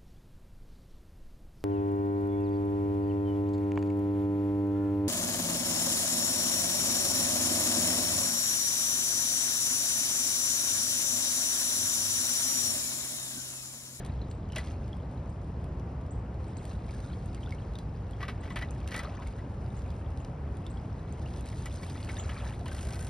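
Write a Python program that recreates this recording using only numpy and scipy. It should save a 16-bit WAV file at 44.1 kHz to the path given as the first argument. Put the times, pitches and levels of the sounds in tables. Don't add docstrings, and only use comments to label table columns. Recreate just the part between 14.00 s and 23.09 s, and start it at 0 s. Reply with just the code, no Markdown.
import sys
import numpy as np
from scipy import signal
from scipy.fft import rfft, irfft
from scipy.io import wavfile
from scipy.ndimage import uniform_filter1d

SR = 44100
rng = np.random.default_rng(int(sys.argv[2]) if len(sys.argv) > 2 else 0)


def to_wav(s):
    ch = np.atleast_2d(s).T
    pcm = np.round(np.clip(ch, -1, 1) * 32767)
    wavfile.write(sys.argv[1], SR, pcm.astype(np.int16))


N = 400869
T = np.arange(N) / SR
HZ = np.maximum(np.fft.rfftfreq(N, 1 / SR), 1)
MID_SIDE = np.array([[1], [-1]])


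def undb(db):
    return 10 ** (np.asarray(db) / 20)


def over_hz(table, column=1):
    rows = np.array(table, float)
    log_hz = np.log(np.maximum(rows[:, 0], 1))
    return np.interp(np.log(HZ), log_hz, rows[:, column])


def shape(x, gain):
    return irfft(rfft(x) * gain, N)


def unit(x):
    return x / np.sqrt(np.mean(x ** 2))


def walk(rate_hz):
    hold = int(SR / rate_hz)
    steps = np.repeat(rng.standard_normal(N // hold + 1), hold)
    smooth = uniform_filter1d(uniform_filter1d(steps, hold), hold)[:N]
    return smooth / smooth.std()


def add(track, start_s, sound):
    i = int(start_s * SR)
    track[i:i + len(sound)] += sound[:N - i]


def bubble(hz, rise, length_s, swell=0.049, fade_db=60):
    u = np.arange(int(length_s * SR)) / (length_s * SR)
    edges = np.minimum(u / swell, 1) * np.minimum((1 - u) / swell, 1)
    cycles = hz * length_s * (u + rise * u ** 2 / 2)
    return np.sin(2 * np.pi * cycles) * undb(-fade_db * u) * edges


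def crowd(low_hz, high_hz, cycles, spread_db, count):
    out = np.zeros(N)
    for when, size, ring, rise, loud in rng.random((count, 5)):
        hz = low_hz * (high_hz / low_hz) ** size
        length_s = cycles * (0.75 + ring) / hz
        level_db = -spread_db * np.log(1.02 - loud)
        add(out, when * N / SR, bubble(hz, 0.91 * rise, length_s) * undb(level_db))
    return out


def echo(x, t60_s, db, build_s, apart):
    t = np.arange(SR) / SR
    envelope = undb(-60 * t / t60_s) * np.minimum(t / build_s, 1)
    same, unlike = rng.standard_normal((2, SR)) * envelope
    tails = (same + apart * unlike * MID_SIDE) / np.linalg.norm(same)
    return x + undb(db) * signal.fftconvolve(x[None], tails, axes=1)[:, :N]


CHIP_SWEEP_HZ = 1320
# (time [s], level [dB], top pitch [Hz], length [s], husk: pitch noise before smoothing [Hz])
CHIPS = [(.3, -54, 7800, .021, 1200), (1.294, -59, 8000, .012, 1500), (2.108, -51, 7870, .019, 150),
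         (2.476, -58, 8050, .012, 1200), (2.57, -49, 7800, 0.014, 1200), (4.407, -56, 8100, .01, 600),
         (4.52, -58, 7700, .02, 300), (5.768, -54, 7560, .013, 1200), (6.202, -61, 7340, .02, 600),
         (6.703, -52, 8000, 0.015, 1200), (8.186, -42, 7300, 0.027, 600)]


def birds():
    out = np.zeros(N)
    for start_s, db, top_hz, length_s, husk_hz in CHIPS:
        u = np.arange(int(length_s * SR)) / (length_s * SR)
        husk = uniform_filter1d(rng.standard_normal(len(u)), size=40)
        hz = top_hz - CHIP_SWEEP_HZ * np.exp(-u / 0.24) + husk_hz * husk
        envelope = np.sin(np.pi * u ** 0.82) ** 0.23
        add(out, start_s, undb(db) * envelope * np.sin(2 * np.pi * np.cumsum(hz) / SR))
    return out


FLOW_DB, FLOW_WANDER_DB = -2.5, .4
# (frequency [Hz], density before FLOW_DB [dB per Hz])
RUSH = [(25.3, -76), (40.5, -62), (58.8, -50.5), (108, -55), (166, -62), (324, -71), (558, -75), (874, -78),
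        (1590, -90), (2680, -99), (3700, -106), (6760, -110), (8330, -113), (11600, -128)]
# (frequency [Hz], correlation [0-1])
LIKENESS = [(130, 1), (200, .995), (324, .985), (558, .88), (874, .44), (1590, .5), (2680, 1), (3700, .88),
            (6760, .9), (11600, .5)]


def drain():
    like = np.clip(over_hz(LIKENESS), 0, 1)
    gain = undb(over_hz(RUSH)) * np.sqrt(SR / 2)
    mid = shape(rng.standard_normal(N), gain * np.sqrt((1 + like) / 2))
    side = shape(rng.standard_normal(N), gain * np.sqrt((1 - like) / 2))
    return (mid + side * MID_SIDE) * undb(FLOW_DB + FLOW_WANDER_DB * walk(6))


SPRAY_DB, SPRAY_WANDER_DB = -3.7, 3.5
# (time [s], fizz level [dB], gurgle above the fizz [dB])
STIR = [(0, -61, 9), (.45, -72, -20), (.55, -60, 5), (.585, -48, -6), (.62, -58.5, 4), (.67, -56.5, -1),
        (.8, -68, 5), (1.1, -70.5, 0), (2.33, -80, 13.5), (2.45, -66.5, 4), (2.85, -64, 0),
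        (2.98, -58.5, -10), (3.24, -65.5, -17), (3.45, -61, -6), (3.9, -71, 4), (4.65, -62.5, 4.5),
        (4.8, -65, 4), (5.05, -59, 10.5), (5.5, -69, 4), (5.9, -68, 8), (6.4, -72, 10.5), (7.0, -67, 3),
        (7.4, -60.5, -1.5), (7.82, -57, -3.5), (8.33, -54, 3.5), (8.5, -55.5, 6.5), (8.63, -66, -3),
        (8.75, -57, -0.5), (9.09, -61, 3)]
# (frequency [Hz], relative gain [dB])
FIZZ = [(900, -27), (1600, -8), (2500, -7.5), (4000, -4), (5500, -5.5), (7300, -3), (9000, -3.5),
        (11000, -13.5), (12500, -25)]


def stirred_water():
    time_s, fizz_db, gurgle_db = np.transpose(STIR)
    hits = (rng.random(N) < 130 / SR) * undb(2.0 * np.minimum(rng.exponential(size=N), 3))
    patter = signal.lfilter([1], [1, -.985], hits)
    hiss = unit(rng.standard_normal(N) * undb(2.57 * walk(25)) * (1 + 1.74 * patter))
    spatter = unit(crowd(1490, 12000, 8.7, 4.2, count=4000))
    chirps = unit(crowd(1338, 5880, 39.5, 4.0, count=1600))
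    mix = hiss + undb(-8.0) * spatter + undb(-4.5) * chirps
    fizz = unit(shape(mix, undb(over_hz(FIZZ)) * (HZ > 500)))

    spray = shape(fizz, 1 / (1 + (6500 / HZ) ** 8))
    spray_gain = undb(SPRAY_DB + SPRAY_WANDER_DB * walk(3.03))
    gurgle = unit(crowd(501.4, 2830, 20.0, 3.1, count=6000))
    plinks = unit(crowd(910, 4220, 24.0, 4.5, count=450))
    water = fizz + spray * (spray_gain - 1)
    water += plinks * undb(-7.5)
    water += gurgle * undb(np.interp(T, time_s, gurgle_db))
    return water * undb(np.interp(T, time_s, fizz_db))


FAINT_DROP_DB, FAINT_SPREAD_DB, FAINT_TREBLE_DB = -55, 8, -22
BUBBLE_MS_AT_1K, BUBBLE_LENGTH_POWER = 20, 0.89
GLIDE_STRETCH = .8
BIRTH_DB = -12.5
# (time [s], level [dB], treble above that [dB])
DROPS = [(0.048, -40.5, -13), (0.0616, -42.5, 2), (0.3124, -43.5, -35), (0.489, -52, -24),
         (0.521, -41, -20), (0.549, -48, -30), (0.672, -44, -19), (0.9303, -54, -31), (0.9677, -50.5, -4),
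         (1.6415, -48.5, -5), (1.796, -51, -20), (2.442, -52, -28), (2.5678, -47, -25), (2.6522, -39, -6),
         (2.908, -42.5, -23), (3.258, -51, 4), (3.346, -38.5, -4), (3.5064, -41, -25), (3.7544, -42, -10),
         (3.7864, -38.5, -19), (4.109, -50, -1), (4.7074, -49, 10), (4.8755, -34, -6), (5.2719, -43, 0),
         (5.662, -48.5, -20), (5.903, -46.5, -36), (6.173, -43.5, -25), (6.2473, -44, -29),
         (6.5694, -47, -2), (6.6653, -45, -35), (7.124, -49, 7), (7.337, -46.5, -29), (7.408, -47, 4),
         (7.458, -46.5, 4), (7.4869, -40.5, -9), (7.899, -41.5, -14)]
# (time [s], level before fading [dB], start pitch [Hz], pitch rise [share of start])
BUBBLES = [(0.216, -40.5, 3930, .15), (.501, -44.5, 2950, .05), (0.532, -40, 2940, .05),
           (0.566, -31.5, 624, .05), (0.669, -44, 3200, 0.046), (0.93, -38.5, 3240, .05),
           (2.892, -43.5, 2050, .42), (2.938, -44, 1640, .05), (3.049, -45, 1330, .14),
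           (3.135, -45, 3280, .05), (3.376, -45, 2110, .05), (3.431, -41, 2880, .34),
           (3.461, -41, 3440, 0.093), (3.472, -40, 1360, 0.25), (3.523, -31, 2150, .05),
           (3.754, -36, 3600, .1), (4.133, -44, 3230, .04), (4.228, -28, 1084, 0.22),
           (4.239, -38.5, 1500, 0.64), (4.284, -34, 1185, 0.13), (4.503, -37, 960, 0.35),
           (4.955, -39, 826, .08), (5.047, -32.5, 1096, 0.26), (5.072, -36, 514, 0.86),
           (5.199, -35.5, 940, 0.14), (5.267, -39.5, 2130, .08), (6.665, -36.5, 3470, 0.09),
           (6.771, -45, 3200, 0.11), (7.26, -39.5, 2640, 0.21), (8.168, -34, 3570, .12),
           (8.196, -36, 2850, .55), (8.61, -35, 690, 0.057), (8.658, -35, 980, 0.05)]


def drips():
    out = np.zeros(N)
    t = np.arange(512) / SR
    low = signal.butter(2, [1800, 6600], "band", fs=SR, output="sos")
    high = signal.butter(2, [6000, 8700], "band", fs=SR, output="sos")
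    faint = [(when * N / SR, FAINT_DROP_DB + FAINT_SPREAD_DB * loud, FAINT_TREBLE_DB * dullness)
             for when, loud, dullness in rng.random((24, 3))]
    for start_s, db, treble_db in DROPS + faint:
        crack = rng.standard_normal(len(t)) * np.minimum(t / 0.0013, 1) * np.exp(-t / 0.002)
        dull, sharp = signal.sosfilt(low, crack), signal.sosfilt(high, crack)
        drop = dull / np.abs(dull).max() + undb(treble_db) * sharp / np.abs(sharp).max()
        add(out, start_s, undb(db) * drop)
    for start_s, db, hz, rise in BUBBLES:
        length_s = BUBBLE_MS_AT_1K / 1e3 * (1e3 / hz) ** BUBBLE_LENGTH_POWER
        length_s *= 1 + GLIDE_STRETCH * rise
        snap = signal.sosfilt(low, rng.standard_normal(len(t)) * np.exp(-t / .0012))
        add(out, start_s, undb(db + BIRTH_DB) * snap / np.abs(snap).max())
        add(out, start_s, undb(db) * bubble(hz, rise, length_s, swell=0.19, fade_db=24.5))
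    return out


CHATTER_GAP_S, CHATTER_SPREAD_DB, CHATTER_DETUNE = .02, 0.5, 0.018
# (start [s], length [s], mean level [dB], mean tine pitch [Hz],
# treble above the level [dB])
DRAGS = [(4.215, .045, -38.5, 2100, -19), (4.437, .1, -42, 1950, -27), (4.882, .055, -42, 1940, -1),
         (5.006, .03, -37, 1400, -11), (8.726, .36, -44.5, 1520, 4.5)]


def chatter():
    rows = []
    for start_s, length_s, db, touch_hz, treble_db in DRAGS:
        gap, loud, pitch = rng.standard_normal((24, 3)).T
        times_s = start_s + CHATTER_GAP_S * (np.arange(len(gap)) + .25 * gap)
        levels_db = db + CHATTER_SPREAD_DB * loud
        pitches_hz = touch_hz * (1 + CHATTER_DETUNE * pitch)
        rows += [(when, level, hz, treble_db)
                 for when, level, hz in zip(times_s, levels_db, pitches_hz)
                 if when < start_s + length_s]
    return rows


CATCH_S = 0.014
# (time [s], peak level [dB], pitch of the touching tine [Hz],
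# treble above the level [dB])
SCRAPES = [(0.56, -27.5, 3500, -4), (0.5826, -28.5, 2000, -4), (0.593, -47, 1650, -12),
           (4.2054, -34, 1920, -32), (4.2289, -31, 2200, -29), (4.2818, -30, 1910, -28),
           (4.2958, -34.5, 1290, -28), (4.503, -36.5, 1970, -18), (4.559, -28, 1990, -11),
           (4.5675, -29.5, 2000, -17), (4.589, -33, 1940, -6), (4.6128, -33, 1950, -15),
           (4.6222, -27.5, 2000, -29), (4.917, -32.5, 1830, -16), (4.943, -27, 2170, -10),
           (4.963, -31.5, 1890, 0.5), (4.978, -37, 1990, 1), (4.992, -30, 2010, -4),
           (5.221, -41, 1510, -27), (5.385, -44.5, 1960, -17), (7.658, -37, 2460, 2), (7.83, -40, 2280, -2),
           (8.09, -33, 1960, -23), (8.294, -33.5, 2850, -13), (8.659, -36.5, 2970, -6),
           (8.681, -37.5, 1700, -3), (8.715, -38, 1520, -7), (8.7807, -43, 2900, -5),
           (8.9344, -39.5, 1580, 2), (8.962, -43, 1580, -4)]
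# (mean frequency [Hz], t60 [s], relative level [dB])
RAKE = [(1150, .025, 0), (1570, .03, 0), (1960, .028, 3), (2220, .025, 0), (2950, .018, 1.5),
        (3300, .018, 0), (3920, .014, -1.5), (4400, .009, -2), (5600, .009, -4), (7000, .011, 2),
        (8800, .013, 1)]


def rake():
    out = np.zeros(N)
    t = np.arange(2048) / SR
    hz, t60_s, mode_db = np.array(RAKE).T[:, :, None]
    high = hz[:, 0] > 4200
    crunch = np.exp(-t / 0.00019) * np.sin(2 * np.pi * 2400 * t)
    edge = np.exp(-t / .0001) * np.sin(2 * np.pi * 5600 * t)
    for start_s, db, touch_hz, treble_db in SCRAPES + chatter():
        chance = rng.standard_normal((2, len(t)))
        slips = unit(chance[0] * np.abs(chance[1]) ** 0.56)
        detune, share = rng.standard_normal((2, len(hz), 1))
        away_octaves = np.minimum(abs(np.log2(hz / touch_hz)), .8) * ~high[:, None]
        strength_db = mode_db - 30 * away_octaves + 2.5 * share
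        ringing = np.sin(2 * np.pi * hz * (1 + 0.01 * detune) * t)
        modes = undb(strength_db - 60 * t / t60_s) * ringing
        low_ring = modes[~high].sum(axis=0) + 5.7 * crunch
        high_ring = modes[high].sum(axis=0) + 8 * edge
        parts = ((low_ring, db, CATCH_S, .003),
                 (high_ring, db + treble_db, 0.35 * CATCH_S, .0012))
        for ring, part_db, hold_s, bite_s in parts:
            grip = np.minimum(t / bite_s, 1) * np.exp(-(t / hold_s) ** 1.53)
            sound = signal.fftconvolve(slips * grip, ring)
            add(out, start_s - .0015, sound * undb(part_db) / np.abs(sound).max())
    return out


STREET_T60_S, STREET_DB, TREES_T60_S, TREES_DB = 0.096, -11, 0.36, -6.5


def scene():
    trees = echo(birds(), TREES_T60_S, TREES_DB, build_s=0.012, apart=0.069)
    sources = stirred_water() + drips() + rake()
    near = echo(sources, STREET_T60_S, STREET_DB, build_s=0.0058, apart=0.29)
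    return trees + drain() + near


TOP_HZ = 12540
# (frequency [Hz], lead [rad])
PORT_LEAD = [(0, 0), (110, -.01), (300, -.12), (500, -.05), (700, .09), (1050, -.39), (1400, -.17),
             (1800, .03), (2500, .6), (3300, .2), (4350, .9), (5050, .3), (5700, 1.06), (7000, 2.9),
             (7400, 3.15), (9550, 5.5), (10400, 6.3), (10900, 6.43), (11300, 6.8), (13000, 9.3)]
# (frequency [Hz], left minus right [dB])
PORT_BALANCE = [(250, 0), (430, -.4), (600, .6), (950, 3), (1400, 2.6), (2240, 1), (2700, 0)]


def record(dry):
    lead_hz, lead_rad = np.transpose(PORT_LEAD)
    half_lead = np.exp(.5j * np.interp(HZ, lead_hz, lead_rad))
    half = undb(over_hz(PORT_BALANCE) / 2) * half_lead
    ports = np.array([shape(dry[0], half), shape(dry[1], 1 / half)])
    return signal.sosfilt(signal.ellip(6, .2, 40, TOP_HZ, fs=SR, output="sos"), ports)


dry = scene()
out = record(dry)
to_wav(out)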